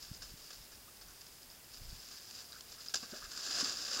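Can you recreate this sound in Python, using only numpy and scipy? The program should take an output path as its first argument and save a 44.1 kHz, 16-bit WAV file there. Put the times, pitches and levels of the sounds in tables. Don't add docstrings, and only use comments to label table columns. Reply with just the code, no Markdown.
import sys
import numpy as np
from scipy import signal
from scipy.fft import rfft, irfft
from scipy.io import wavfile

SR = 44100
rng = np.random.default_rng(int(sys.argv[2]) if len(sys.argv) > 2 else 0)


def generate_wav(sig):
    pcm = np.round(np.clip(np.atleast_2d(sig).T, -1, 1) * 32767).astype(np.int16)
    wavfile.write(sys.argv[1], SR, pcm)


N = 176400

# t/s, spray level/dB, churn level/dB
SHOWER = [(2.96, -54, -72), (3.04, -51.5, -64), (3.09, -55.5, -62), (3.16, -50.5, -58.5), (3.3, -54, -65),
          (3.38, -46.5, -69), (3.47, -42.5, -55.5), (3.58, -36.5, -49), (3.66, -39, -48),
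          (3.73, -41.5, -53.5), (3.83, -44.5, -59), (3.9, -43, -54), (3.97, -39.5, -51), (4.0, -40.5, -52)]
# f/Hz, level/dB
CHURN_SPECTRUM = [(120, -23), (250, -2.5), (700, 0.5), (950, -4.5), (1600, 0.5), (2600, -5), (8000, -55)]


def slaps():
    # t/s, burst level/dB, decay/s, body level/dB
    hits = [(0.219, -46, 0.022, -55.5), (0.504, -47.5, 0.011, -54), (0.529, -48.5, 0.0068, -65),
            (.716, -56, 0.02, -58.5), (1.012, -52.5, .016, -60), (2.11, -53, 0.032, -61),
            (2.86, -46, 0.011, -73), (2.893, -49, 0.031, -71), (2.939, -35, 0.0026, -53),
            (2.9423, -27.5, 0.0042, -38), (2.955, -29, 0.0023, -54), (2.96, -39, 0.013, -69),
            (3.028, -49, 0.017, -49.5), (3.316, -39.5, 0.0041, -56)]
    attack_s = .0005
    burst, body = np.zeros(N), np.zeros(N)
    t = np.arange(SR // 5) / SR
    for at, burst_db, decay_s, body_db in hits:
        shape = pulse(t, attack_s, decay_s)
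        add(burst, at, undb(burst_db) * shape)
        add(body, at, undb(body_db) * shape)
    burst *= patter(per_s=12000, spread_db=1.5)
    body *= patter(per_s=8000, spread_db=0)
    return burst + colour(body, CHURN_SPECTRUM)


def hoof_crack():
    # f/Hz, level/dB
    spectrum = [(1000, -15), (4000, -7), (8000, -4), (11500, -1), (16000, -16)]
    at_s, level_db, decay_s = 2.9405, -40.5, .0018
    out, t = np.zeros(N), np.arange(SR // 50) / SR
    add(out, at_s, undb(level_db) * np.exp(-t / decay_s) * rng.standard_normal(len(t)))
    return colour(out, spectrum)


def falling_water():
    # t/s, level/dB
    runoff = [(0, -57.5), (.03, -52.5), (.09, -59.5), (.14, -54.5), (.2, -59), (.26, -55.5), (.33, -60),
              (.55, -56.5), (.67, -62.5), (1.0, -65.5), (1.3, -62), (1.68, -66), (1.74, -54), (1.8, -59.5),
              (2.14, -53.5), (2.28, -57), (2.39, -50), (2.48, -60.5), (2.56, -56), (2.66, -63),
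              (2.725, -51.5), (2.77, -62.5), (2.82, -51), (2.9, -59)]
    trickle = curve(runoff) * (patter(per_s=3000, spread_db=2.5) + undb(-17.5) * fizz())
    spray = curve(SHOWER) * (patter(per_s=5000, spread_db=2) + undb(-20) * fizz())
    blobs = curve(SHOWER, column=2) * patter(per_s=900, spread_db=3.5)
    bunching = undb(1.47 * jostle(clock()))
    return (trickle + spray + colour(blobs, CHURN_SPECTRUM)) * bunching


def drops():
    # t/s, splatter level/dB, ping level/dB, ping f/Hz
    impacts = [(.027, -51, -51, 4970), (.969, -55, -60, 5200), (1.084, -59, -53, 5800),
               (1.21, -53.5, -55, 4900), (1.215, -48, -57, 4950), (1.266, -50, -57, 5100),
               (1.43, -57, -55, 4900), (1.501, -58, -56, 4950), (1.516, -63, -55.5, 5050),
               (2.309, -43, -54, 5040), (2.521, -52, -50, 4750), (2.529, -52, -46, 3950),
               (2.607, -43, -47, 3250), (2.884, -52, -41, 5030), (2.972, -45, -42, 5050),
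               (3.375, -40, -42, 4980), (3.6, -43, -40, 4950), (3.645, -39, -36.5, 4830),
               (3.695, -44, -40, 5000), (3.771, -43, -41.5, 5000), (3.946, -37, -45, 5000),
               (3.971, -35, -47, 4970)]
    out, t = np.zeros(N), np.arange(SR // 60) / SR
    shape = pulse(t, attack_s=.0011, decay_s=.0023)
    for at, splatter_db, ping_db, hz in impacts:
        add(out, at, undb(splatter_db) * shape * rng.standard_normal(len(t)))
        add(out, at, undb(ping_db) * ping(hz))
    return out


def bubbles():
    # t/s, f/Hz, level/dB, decay/s
    gulps = [(.878, 1160, -56.5, 0.0086), (3.027, 213, -47, 0.0067), (3.029, 1050, -49, 0.0079),
             (3.125, 205, -45.5, 0.008), (3.131, 340, -46, .0065), (3.135, 547, -46, 0.0075),
             (3.127, 1530, -50, .008), (3.575, 680, -49, .008), (3.594, 340, -49, 0.0078),
             (3.627, 255, -38.5, 0.0072)]
    # t/s, length/s, level/dB
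    gurgles = [(1.1, .03, -63), (2.555, 0.046, -57.5), (2.795, .03, -61), (3.15, 0.033, -57),
               (3.245, 0.048, -55), (3.38, 0.07, -60), (3.61, 0.18, -53), (3.985, 0.034, -51)]
    # f/Hz, level/dB
    gurgle_band = [(600, -26), (950, -3.5), (1120, -6.5), (1650, -6), (1900, -8.5), (3000, -34)]
    large = np.zeros(N)
    for at, hz, db, decay_s in gulps:
        add(large, at, undb(db) * bubble(hz, decay_s))
    tumbling = undb(-12.5) * curve(SHOWER, column=2) * swarm(centre_hz=400, spread_oct=.906, per_s=160)
    small = swarm(centre_hz=1314, spread_oct=.303, per_s=500)
    return large + tumbling + unit(colour(small, gurgle_band)) * swells(gurgles)


def swarm(centre_hz, spread_oct, per_s, decay_cycles=4.9):
    out = np.zeros(N)
    for when, pitch, size in rng.random((int(per_s * N / SR), 3)):
        hz = centre_hz * 2 ** (spread_oct * (2 * pitch - 1))
        add(out, when * N / SR, undb(10 * size) * bubble(hz, decay_cycles / hz))
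    return unit(out)


def bubble(hz, decay_s):
    rise_per_decay, wobble, attack_s = .07, .045, .0024
    t = np.arange(SR // 12) / SR
    pitch_ratio = 1 + rise_per_decay * t / decay_s + wobble * jostle(t)
    phase = 2 * np.pi * hz * np.cumsum(pitch_ratio) / SR
    return 2 * (1 - np.exp(-t / attack_s)) * np.exp(-t / decay_s) * np.sin(phase)


def patter(per_s, spread_db):
    size = undb(spread_db * np.minimum(rng.exponential(size=N), 5))
    hits = rng.random(N) < per_s / SR
    return unit(hits * size * np.sign(rng.standard_normal(N)))


def fizz(per_s=300, centre_hz=5054, spread_oct=.052, spread_db=5):
    out = np.zeros(N)
    for when, pitch, size in rng.random((int(per_s * N / SR), 3)):
        hz = centre_hz * 2 ** (spread_oct * (2 * pitch - 1))
        level_db = -spread_db * np.log(size + .036)
        add(out, when * N / SR, undb(level_db) * ping(hz))
    return unit(out)


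def ping(hz):
    t = np.arange(SR // 80) / SR
    return pulse(t, attack_s=.00073, decay_s=.00093) * np.sin(2 * np.pi * hz * t)


def jostle(t, knots_per_s=90):
    knots = rng.standard_normal(1000)
    return np.interp(t * knots_per_s, np.arange(len(knots)), knots)


def forest(x, tail_db=-17, attack_s=.0017, decay_s=.05):
    t = np.arange(SR // 2) / SR
    tail = rng.standard_normal(len(t)) * pulse(t, attack_s, decay_s)
    return x + undb(tail_db) * signal.fftconvolve(x, tail / np.linalg.norm(tail))[:N]


def wind():
    # f/Hz, level/dB
    spectrum = [(10, -13.5), (30, 1), (95, -9.5), (200, -21), (800, -60)]
    # t/s, length/s, level/dB
    gusts = [(.2, 0.28, -61), (.6, 0.064, -61.5), (.76, .06, -66), (1.08, 0.1, -62.5), (1.83, 0.1, -57),
             (1.92, 0.1, -54), (3.25, 0.08, -61.5)]
    # t/s, half width/s, peak level/dB
    puffs = [(0.1167, 0.0015, -38.5), (.322, 0.0021, -54), (0.341, 0.0013, -47.5), (1.82, 0.0025, -47),
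             (1.931, 0.0019, -43)]
    out = unit(colour(rng.standard_normal(N), spectrum)) * swells(gusts)
    for at, half_width_s, db in puffs:
        u = (clock() - at) / half_width_s
        out -= undb(db) * u * np.exp((1 - u ** 2) / 2)
    return out


def hiss(level_db=-56.5):
    # f/Hz, level/dB
    spectrum = [(15, -41), (25, 4), (101, -1), (160, -4), (230, -3), (400, -5.5), (1500, -9), (15500, -9.5)]
    return undb(level_db) * unit(colour(rng.standard_normal(N), spectrum))


def undb(db):
    return 10 ** (np.asarray(db) / 20)


def unit(x):
    return x / np.sqrt(np.mean(x ** 2) + 1e-20)


def clock():
    return np.arange(N) / SR


def pulse(t, attack_s, decay_s):
    shape = (1 - np.exp(-t / attack_s)) * np.exp(-t / decay_s)
    return shape / shape.max()


def curve(rows, column=1):
    rows = np.array(rows)
    return undb(np.interp(clock(), rows[:, 0], rows[:, column], left=-120, right=-120))


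def swells(rows):
    return sum(undb(db) * np.exp(-2 * ((clock() - at) / length_s) ** 2) for at, length_s, db in rows)


def colour(x, points, size=4096):
    hz, db = np.array(points).T
    bins_hz = np.arange(size // 2 + 1) * SR / size
    gain = undb(np.interp(np.log(bins_hz + 1), np.log(hz), db))
    cepstrum = irfft(np.log(gain))
    cepstrum[1:size // 2] *= 2
    cepstrum[size // 2 + 1:] = 0
    ring = irfft(np.exp(rfft(cepstrum)))
    return signal.fftconvolve(x, ring / np.linalg.norm(ring))[:N]


def add(out, at_s, x):
    i = int(np.clip(at_s * SR, 0, N - 1))
    out[i:i + len(x)] += x[:N - i]


def scene():
    # f/Hz, level/dB
    mic_box = [(100, -22.5), (270, -16), (720, -15.5), (940, -21.5), (1150, -12), (1400, -11.5),
               (1650, -7.5), (1880, -17), (2350, -20), (2650, -9.5), (3050, -12.5), (3600, -8.5),
               (4250, -7), (4750, 0.9), (5150, 0.5), (5450, -4), (6450, -7), (7400, -6), (8250, -26),
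               (9050, -20), (9600, -25), (10400, -23.5), (12000, -31.5), (16000, -36)]
    background = hiss() + wind()
    splashing = colour(falling_water() + slaps() + drops(), mic_box)
    mono = background + forest(splashing + bubbles() + hoof_crack())
    return np.array([mono, mono])


def record(dry, cutoff_hz=15780):
    return signal.sosfilt(signal.ellip(10, .2, 60, cutoff_hz, fs=SR, output="sos"), dry)


dry = scene()
out = record(dry)
generate_wav(out)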